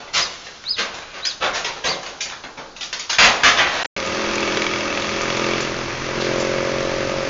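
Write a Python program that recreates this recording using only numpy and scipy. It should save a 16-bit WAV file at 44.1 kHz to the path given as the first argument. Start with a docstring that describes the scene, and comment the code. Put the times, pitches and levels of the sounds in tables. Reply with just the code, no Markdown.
"""On a roof, corrugated metal sheets are knocked and shifted, ending in two loud crashes. Each blow
makes them rattle against each other and ring, while a small bird whistles four times.
After a short silence, a small engine runs in a yard. Each firing puffs through the exhaust and shakes
the casing: it labours with sharp barks at first, then settles into an even putter.
A few light rustles sound nearby."""
import sys
import numpy as np
from scipy import signal
from scipy.fft import rfft, irfft, next_fast_len
from scipy.io import wavfile
from scipy.ndimage import uniform_filter1d

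SR = 44100
rng = np.random.default_rng(int(sys.argv[2]) if len(sys.argv) > 2 else 0)


def to_wav(s):
    """Save 16-bit WAV."""
    ch = np.atleast_2d(s).T  # columns
    pcm = np.round(np.clip(ch, -1, 1) * 32767)  # PCM
    wavfile.write(sys.argv[1], SR, pcm.astype(np.int16))


N = 321489
T = np.arange(N) / SR
YARD_STARTS_S = 3.9


# The tone of the sheets. Each row: frequency in Hz, relative level in dB.
SHEET_TONE = [(40, -14.5), (110, -18), (200, -16.5), (310, -14), (560, -6.5), (850, -6), (1150, -3),
              (1500, -3.5), (2240, -1.5), (3430, -3), (5150, -8), (6430, -8.5), (7200, -18.5)]

def metal_sheets(contacts_per_s=1800, crack_s=.0011, wash_s=.048, body_hz=720):
    """Each blow sets the sheets rattling against each other; every contact cracks and makes them ring."""
    t, out = T[:int(SR * .6)], np.zeros(N)
    modes = sheet_modes(t)
    for start, db, force, impact, bass_db, treble_db in shoves(t) + taps(t):
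        ringing = rms_one(np.sign(rng.standard_normal(len(modes))) @ modes)
        # scattering from roof and walls blurs the ringing into a wash
        wash = rms_one(rng.standard_normal(len(t)) * np.exp(-t / wash_s))
        crack = rms_one(rng.standard_normal(len(t)) * np.exp(-t / crack_s))
        one_contact = ringing + from_db(6) * wash + from_db(1) * crack
        contacts = random_clicks(len(t), contacts_per_s)
        contacts[np.argmax(force)] = impact
        sound = signal.fftconvolve(contacts * force, one_contact)[:len(t)]
        # heavy blows bring out the hollow body, hard edges the treble
        tilt = [(body_hz, bass_db), (1900, 0), (6000, treble_db)]
        sound = colour(sound, [(hz, level + at_hz(tilt, hz)) for hz, level in SHEET_TONE])
        loudest = np.sqrt(uniform_filter1d(sound ** 2, size=500).max())
        add(out, start, from_db(db) * sound / loudest)
    return out


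# A sheet's own ringing notes, some loud and some faint. Each row: pitch in Hz, relative level in dB.
SHEET_NOTES = [(545, 3.5), (690, -2), (810, 4), (1087, -4.5), (1560, 4.5), (1919, -4.5), (2266, 1.5),
               (2905, -3.5), (3055, 0.5), (3170, -9.5), (3334, -5), (3513, 4), (4021, 11), (4560, 8.5)]
# How long a sheet rings. Each row: pitch in Hz, seconds to fade by 60 dB.
RING_TIMES = [(200, 0.88), (800, 0.67), (2500, 0.22), (7000, 0.25)]

def sheet_modes(t, crowd_count=800):
    """A sheet rings at its own notes (its modes) among a crowd of others; one row for each."""
    note_hz, note_db = np.transpose(SHEET_NOTES)
    spread = (np.arange(crowd_count) + rng.random(crowd_count)) / crowd_count
    crowd_hz = 140 + 7200 * spread ** 1.25
    hz = np.r_[note_hz, crowd_hz][:, None]
    gain = np.r_[from_db(note_db + 3), np.ones(crowd_count)][:, None]
    decay = from_db(-60 * t / at_hz(RING_TIMES, hz))
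    phase = rng.uniform(0, 2 * np.pi, hz.shape)
    return gain * decay * np.sin(2 * np.pi * hz * t + phase)


# A sheet is shoved or dropped. Each row: start in seconds, level in dB, rise time in seconds,
# hold time in seconds, bass boost in dB, treble boost in dB.
SHEET_SHOVES = [(-.01, -35, 0.0034, 0.016, 9.5, -3), (0.127, -14, 0.021, 0.028, -2, 5),
                (0.759, -18, 0.023, 0.011, -0.5, -4), (.93, -31.5, 0.013, 0.0072, 15.5, 13.5),
                (1.113, -32.5, 0.029, 0.035, 6.5, -2), (1.398, -16.5, 0.029, 0.021, 2, -9.5),
                (1.53, -21.5, 0.017, 0.0071, 0.5, 2.5), (1.638, -20.5, .008, 0.0059, 3, 1),
                (1.835, -18, .009, 0.015, 9.5, 3.5), (2.567, -30.5, .008, 0.023, 13.5, -2),
                (3.182, -4, 0.0029, 0.06, 0.5, -1.5), (3.43, -6, .005, 0.039, -3.5, -4),
                (3.564, -11.5, 0.0095, 0.027, -3, -11.5), (3.691, -21.5, 0.036, 0.14, 4, -1.5)]

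def shoves(t):
    """List the big blows: the more sudden a shove, the harder its main impact."""
    blows = []
    for start, db, rise_s, hold_s, bass_db, treble_db in SHEET_SHOVES:
        force = blow_force(t, rise_s, hold_s, fall_s=.022, tail_db=-19, tail_s=.36)
        impact = 9.9 * np.exp(-rise_s / .006)
        blows.append((start, db, force, impact, bass_db, treble_db))
    return blows


# Sharp taps on a sheet. Each row: start in seconds, level in dB, hardness as a treble boost in dB.
SHEET_TAPS = [(1.247, -19.5, 12), (2.057, -29, 0), (2.204, -20, 14.5), (2.3178, -31.5, -5.5),
              (2.436, -34, -15), (2.759, -33.5, 8), (2.806, -25, 8), (2.826, -27, 9), (2.925, -20.5, 7.5),
              (2.991, -24.5, 12.5), (3.093, -17, 6), (3.125, -20, 6.5), (3.666, -20, -4.5)]

def taps(t, ticks_per_s=7, tick_db=-34.5, ticks_end_s=2.7, impact=.9):
    """List the small blows: taps and faint chance ticks from handling. 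Harder ones have less bass."""
    force = blow_force(t, rise_s=.005, hold_s=0, fall_s=.0037, tail_db=-27.5, tail_s=.12)
    ticks = [((slot + when) / ticks_per_s, tick_db + 6 * (loud - .5), 12 * (hard - .7))
             for slot, (when, loud, hard) in enumerate(rng.random((40, 3)))]
    ticks = [tick for tick in ticks if tick[0] < ticks_end_s]
    return [(start, db, force, impact, 1.5 - .58 * hard_db, hard_db)
            for start, db, hard_db in list(SHEET_TAPS) + ticks]


def blow_force(t, rise_s, hold_s, fall_s, tail_db, tail_s):
    """A blow builds, holds and dies away, leaving a faint, longer rattle."""
    late = np.maximum(t - rise_s - hold_s, 0)
    tail = from_db(tail_db) * np.exp(-late / tail_s)
    return np.minimum(t / rise_s, 1) * np.maximum(np.exp(-late / fall_s), tail)


def frame_thuds(relative_db=-30.5, decay_s=.13):
    """Every shove sends a short, deep rumble through the roof frame."""
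    out, t = np.zeros(N), T[:SR]
    for start, db, *_ in SHEET_SHOVES:
        rumble = rms_one(band(rng.standard_normal(SR), low_hz=30, high_hz=120))
        add(out, start, from_db(db + relative_db) * rumble * np.exp(-t / decay_s))
    return out


# The engine's speed. Each row: time in seconds, firings per second.
ENGINE_SPEED = [(3.96, 40.53), (4.3, 43.02), (4.5, 41.85), (4.7, 42.55), (4.9, 42.01), (5.5, 43.39),
                (5.9, 42.94), (6.1, 44.62), (6.3, 44.11), (6.6, 44.91), (7.29, 44.93)]

def engine(first_firing_s=3.977, jitter_s=.00004):
    """Each firing sends a puff down the exhaust, shakes the casing and lets out a chuff of noise."""
    rate, = in_time(ENGINE_SPEED)
    cycles = np.cumsum(rate) / SR
    cycles -= cycles[int(first_firing_s * SR)]
    fired = np.flatnonzero(np.diff(np.floor(cycles)))   # the sample of each firing
    strength_luck, timing_luck, chuff_luck = rng.standard_normal((len(fired), 3)).T
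    # a weak firing tends to be followed by a strong one
    seesaw = -.5 * (-1) ** np.floor(cycles[fired])
    strength = 1 + by_load(.044, .04)[fired] * (seesaw + .4 * strength_luck)
    jitter = (timing_luck * jitter_s * SR).astype(int)
    firings, chuffs = np.zeros((2, N))
    firings[np.clip(fired + jitter, 0, N - 1)] = strength
    chuffs[fired] = from_db(by_load(3.5, 2.5)[fired] * np.tanh(chuff_luck))
    # the silencer's boom shows how hard the engine works
    boom_db, = in_time(BOOM_LEVEL)
    effort_db = boom_db - boom_db[T > YARD_STARTS_S].mean()
    return exhaust(firings) + hum(cycles, effort_db) + clatter(chuffs, effort_db) + barks(rate, fired)


# The tone of one exhaust puff. Each row: frequency in Hz, relative level in dB.
PUFF_TONE = [(150, -39.5), (255, -25.5), (296, -0.5), (342, 7), (390, 3), (440, -1), (485, -6), (540, 13),
             (585, 6), (630, -4), (680, -2), (770, -28.5), (1300, -21.5), (2500, -52)]
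# The silencer's boom. Each row: time in seconds, relative level in dB.
BOOM_LEVEL = [(3.97, -37), (4.22, -26), (4.48, -24), (4.9, -30), (5.27, -27), (5.47, -22), (5.7, -31),
              (6.0, -33.5), (6.27, -22), (7.29, -30.5)]
# The tailpipe's ring. Each row: time in seconds, relative level in dB.
PIPE_LEVEL = [(3.97, -27.5), (4.65, -38.5), (4.85, -31), (5.55, -31), (6.0, -40.5), (6.35, -23),
              (7.29, -23.5)]

def exhaust(firings, split_hz=455):
    """The low part of each puff booms in the silencer; the high part rings in the tailpipe."""
    direct = fade(middle_s=5.235, length_s=.52)   # at first the sound arrives by way of the yard walls
    puffs = pipe_pop(firings * direct) - colour(firings, PUFF_TONE)
    lows = signal.sosfiltfilt(signal.butter(3, split_hz, fs=SR, output="sos"), puffs)
    boom = from_db(in_time(BOOM_LEVEL)[0] - 2.5) * levelled(lows)
    ring = from_db(in_time(PIPE_LEVEL)[0] - 4.5) * levelled(puffs - lows)
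    sound = boom + ring
    return direct * sound + (1 - direct) * between_walls(sound)


def pipe_pop(firings, centre_hz=480, delay_s=.0013):
    """The bare pressure pulse heard straight from the pipe: one short hump between two dips."""
    from_middle = np.pi * centre_hz * (T[:256] - delay_s)
    pulse = (1 - 2 * from_middle ** 2) * np.exp(-from_middle ** 2)
    pulse /= np.abs(rfft(pulse)).max()
    return from_db(-4) * np.convolve(firings, pulse)[:N]


# Runs of hard firings. Each row: start in seconds, number of barks, firings from one bark to the next,
# peak level in dB before echoes.
HARD_FIRINGS = [(3.966, 1, 1, -12.5), (4.264, 2, 3, -25), (4.382, 4, 2, -10), (4.572, 2, 2, -4.5),
                (4.666, 3, 3, -8.5), (4.975, 2, 2, -11), (5.302, 3, 3, -10), (5.535, 2, 3, -12)]
# The tone of a bark. Each row: frequency in Hz, relative level in dB.
BARK_TONE = [(150, -21), (400, 8), (1200, -1.5), (2400, 9), (3500, -2), (4700, -3.5), (7000, -9.5)]

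def barks(rate, fired, crack_s=.0019, faint_db=-19.5, faint_end_s=5.62):
    """A hard firing is a sudden pressure jump with a burst of noise that shakes the casing."""
    out, t = np.zeros(N), T[:2048]
    hard = [(first + k * every / rate[int(first * SR)], db)
            for first, count, every, db in HARD_FIRINGS for k in range(count)]
    # while the engine labours, ordinary firings bark faintly too
    faint = [(start, faint_db + 3 * rng.uniform(-1.1, 1))
             for start in T[fired] if YARD_STARTS_S < start < faint_end_s]
    for start, db in hard + faint:
        burst = .28 * rng.standard_normal(len(t)) * np.exp(-t / crack_s)
        burst[0] = -1   # the pressure jump
        burst += from_db(3.5) * casing_ring(burst)
        sound = colour(burst, BARK_TONE + [(9000, -46.5)])
        add(out, start, from_db(db) * sound / np.abs(sound).max())
    return echoes(out, wet_db=-6, decay_s=.012)


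# The tone of the engine's moving parts. Each row: frequency in Hz, relative level in dB.
CLATTER_TONE = [(100, -6.5), (250, 2), (450, 1), (650, 4.5), (770, -1), (900, 3.5), (1250, 3), (1450, 1.5),
                (1750, 2), (2600, -0.5), (3000, -5), (4200, -7), (6200, -7.5), (7200, -19)]

def clatter(chuffs, effort_db, chuff_s=.0016, hiss_hz=3000):
    """Mechanical noise swells with every firing and rings in the casing."""
    swell = signal.lfilter([1], [1, -np.exp(-1 / (chuff_s * SR))], chuffs)
    noise = rng.standard_normal(N) * (1 + swell)
    noise += from_db(by_load(1.5, -7.5)) * casing_ring(noise)
    hiss = signal.sosfiltfilt(signal.butter(2, hiss_hz, "high", fs=SR, output="sos"), noise)
    noise += (from_db(by_load(2.8, 1.4)) - 1) * hiss
    level_db = by_load(-24, -26) + .23 * effort_db
    return from_db(level_db) * levelled(colour(noise, CLATTER_TONE))


# The notes of the engine's casing. 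Each row: pitch in Hz, width in Hz, relative level in dB.
CASING_NOTES = [(1225, 51, 2.5), (2260, 65, -2.5), (2680, 150, -7), (3350, 210, -4), (4570, 200, -12)]

def casing_ring(shaking):
    """The casing rings at its own notes when shaken."""
    return sum(from_db(db) * resonate(shaking, hz, width) for hz, width, db in CASING_NOTES)


# The engine's lower hum note. Each row: time in seconds, level in dB.
HUM_LEVEL = [(4.0, -54.5), (4.5, -45), (4.95, -45), (5.4, -38.5), (5.8, -40.5), (6.35, -34.5), (7.29, -44)]

def hum(cycles, effort_db):
    """The engine hums at three and five times its firing rate; the higher note swells with effort."""
    third, fifth = (np.sqrt(2) * np.sin(2 * np.pi * k * cycles) for k in (3, 5))
    third_db, = in_time(HUM_LEVEL)
    fifth_db = by_load(-37, -40.5) + .61 * effort_db
    return from_db(third_db) * third + from_db(fifth_db) * fifth


def by_load(labouring, settled):
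    """A setting that moves from its labouring value to its settled one as the engine calms."""
    return labouring + (settled - labouring) * fade(middle_s=5.68, length_s=.067)


# The bird's calls. Each row: start in seconds, top pitch in Hz, relative level in dB.
BIRD_CALLS = [(.168, 5090, -21.5), (0.65, 5060, -19.5), (1.217, 5115, -20), (1.844, 4780, -22)]
# The shape of one call. Each row: seconds into the call, share of the top pitch, level change in dB.
CALL_SHAPE = [(0, .68, -20), (.012, .75, -12), (.031, .82, -4), (.047, .97, -2), (.061, 1, 2),
              (.073, .92, -7), (.09, .78, -9), (.112, .66, -18)]

def bird():
    """A whistle arches up and down, smeared by echoes from the eaves and then the houses."""
    out = np.zeros(N)
    times, share, shape_db = np.transpose(CALL_SHAPE)
    t = T[:int(times[-1] * SR)]
    for start, top_hz, db in BIRD_CALLS:
        phase = 2 * np.pi * np.cumsum(top_hz * np.interp(t, times, share)) / SR
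        add(out, start, from_db(db + np.interp(t, times, shape_db)) * np.sin(phase))
    near = echoes(out, wet_db=-2, decay_s=.011)
    return echoes(near, wet_db=-9, decay_s=.045, count=150)


# Light rustles. Each row: start in seconds, level in dB, fade time in seconds, middle frequency in Hz.
YARD_RUSTLES = [(4.06, -27, 0.014, 6200), (4.354, -25.5, .01, 6500), (5.21, -27.5, 0.024, 5950),
                (5.367, -25, 0.0084, 6100), (5.604, -28, 0.022, 5470), (6.206, -28, 0.087, 3600),
                (6.397, -26.5, 0.03, 5930)]

def rustles(grains_per_s=3000):
    """Many tiny clicks make brief dry crunches, as of gravel and leaves."""
    out, t = np.zeros(N), T[:SR // 4]
    for start, db, decay_s, hz in YARD_RUSTLES:
        grains = random_clicks(len(t), grains_per_s)
        crunch = rms_one(band(grains, hz / np.sqrt(2), hz * np.sqrt(2)))
        add(out, start, from_db(db) * crunch * np.exp(-t / decay_s))
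    return out


# The background at the roof. Each row: frequency in Hz, relative level in dB.
ROOF_AIR_TONE = [(12, -30.5), (20, 14.5), (38, 4), (319, 0.5), (561, -2.5), (752, -6.5), (1610, 2.5),
                 (1770, -11.5), (4180, -3), (6190, -6.5), (7000, -10.5), (9100, -45.5)]
# The low rumble in the yard. Each row: frequency in Hz, relative level in dB.
YARD_AIR_TONE = [(14, -13.5), (25, 1), (36, -14), (46, -11), (60, -12), (90, -7.5), (200, -10), (400, -7.5),
                 (900, -42)]
# That rumble slowly grows. Each row: time in seconds, level in dB.
YARD_AIR_LEVEL = [(3.97, -37), (7.29, -32.5)]

def outdoor_air(tone, level_db):
    """A soft wash of outdoor background noise."""
    return from_db(level_db) * rms_one(colour(rng.standard_normal(N), tone))


def echoes(x, wet_db, decay_s, count=60):
    """Walls and ground return scattered, fading echoes."""
    delays = rng.uniform(.003, decay_s * 4, count)
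    bounces = np.zeros(int(delays.max() * SR) + 1)
    bounces[(delays * SR).astype(int)] = rng.standard_normal(count) * np.exp(-delays / decay_s)
    return x + from_db(wet_db) * signal.fftconvolve(x, bounces / np.linalg.norm(bounces))[:N]


def between_walls(x, delay_s=.0075, gain=.58):
    """Sound bouncing between two walls is spread in time but keeps its tone (an all-pass filter)."""
    size = next_fast_len(N + SR)
    hz = np.arange(size // 2 + 1) * SR / size
    lag = np.exp(-2j * np.pi * hz * delay_s)
    return irfft(rfft(x, size) * (gain + lag) / (1 + gain * lag), size)[:N]


def colour(x, tone, size=8192):
    """Shape a sound with a tone table; the filter rings only after each hit (minimum phase)."""
    hz = np.arange(size // 2 + 1) * SR / size
    cepstrum = irfft(np.log(from_db(at_hz(tone, hz))))
    cepstrum[1:size // 2] *= 2
    cepstrum[size // 2 + 1:] = 0
    response = irfft(np.exp(rfft(cepstrum)))
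    return signal.fftconvolve(x, response)[:len(x)]


def band(x, low_hz, high_hz):
    """Keep what lies between two frequencies."""
    return signal.sosfilt(signal.butter(2, [low_hz, high_hz], "band", fs=SR, output="sos"), x + 1e-18)


def resonate(x, hz, width_hz):
    """Ring at one pitch; a narrower width rings longer."""
    r = np.exp(-np.pi * width_hz / SR)
    feedback = [1, -2 * r * np.cos(2 * np.pi * hz / SR), r * r]
    return signal.lfilter(np.array([1, 0, -1]) * (1 - r * r) / 2, feedback, x + 1e-18)


def random_clicks(length, per_s):
    """Clicks of random size at random moments."""
    return rng.standard_normal(length) * (rng.random(length) < per_s / SR)


def from_db(db):
    """Turn decibels into a gain."""
    return 10 ** (np.asarray(db) / 20)


def rms_one(x):
    """Scale a sound so its average level (rms) is 1."""
    return x / np.sqrt(np.mean(x ** 2) + 1e-20)


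def levelled(x, size=6000):
    """Hold the running level near 1."""
    return x / np.sqrt(np.abs(uniform_filter1d(x * x, size)) + 1e-4 * np.mean(x * x))


def in_time(rows):
    """Join a table's timed points into curves, one for each value column."""
    times, *columns = np.transpose(rows)
    return [np.interp(T, times, column) for column in columns]


def at_hz(rows, hz):
    """Read a table at any frequency, with octaves evenly spaced."""
    row_hz, values = np.transpose(rows)
    return np.interp(np.log(np.maximum(hz, 1)), np.log(row_hz), values)


def fade(middle_s, length_s):
    """A ramp from 0 to 1."""
    return np.clip((T - middle_s) / length_s + .5, 0, 1)


def add(out, start_s, sound):
    """Mix a sound in at its start time."""
    i = max(round(start_s * SR), 0)
    out[i:i + len(sound)] += sound[:N - i]


def scene():
    """First the roof, then the yard."""
    at_roof = metal_sheets() + frame_thuds() + bird() + outdoor_air(ROOF_AIR_TONE, level_db=-45)
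    in_yard = engine() + rustles() + outdoor_air(YARD_AIR_TONE, in_time(YARD_AIR_LEVEL)[0])
    return np.where(T < YARD_STARTS_S, at_roof, in_yard)[None]


# Silences between roof and yard. Each row: start in seconds, end in seconds.
SILENT_GAPS = [(3.833, 3.846), (3.86, 3.964)]

def record(dry, ceiling=.65, cutoff_hz=7250):
    """Loud peaks are rounded, the sound drops out between the scenes, and the highest treble is cut."""
    audible = np.ones(N)
    for start, end in SILENT_GAPS:
        audible[int(start * SR):int(end * SR)] = 0
    low_pass = signal.ellip(10, .3, 70, cutoff_hz, fs=SR, output="sos")
    rounded = ceiling * np.tanh(signal.sosfilt(low_pass, dry) / ceiling)
    return signal.sosfilt(low_pass, rounded * audible + 1e-18)


dry = scene()
out = record(dry)
to_wav(out)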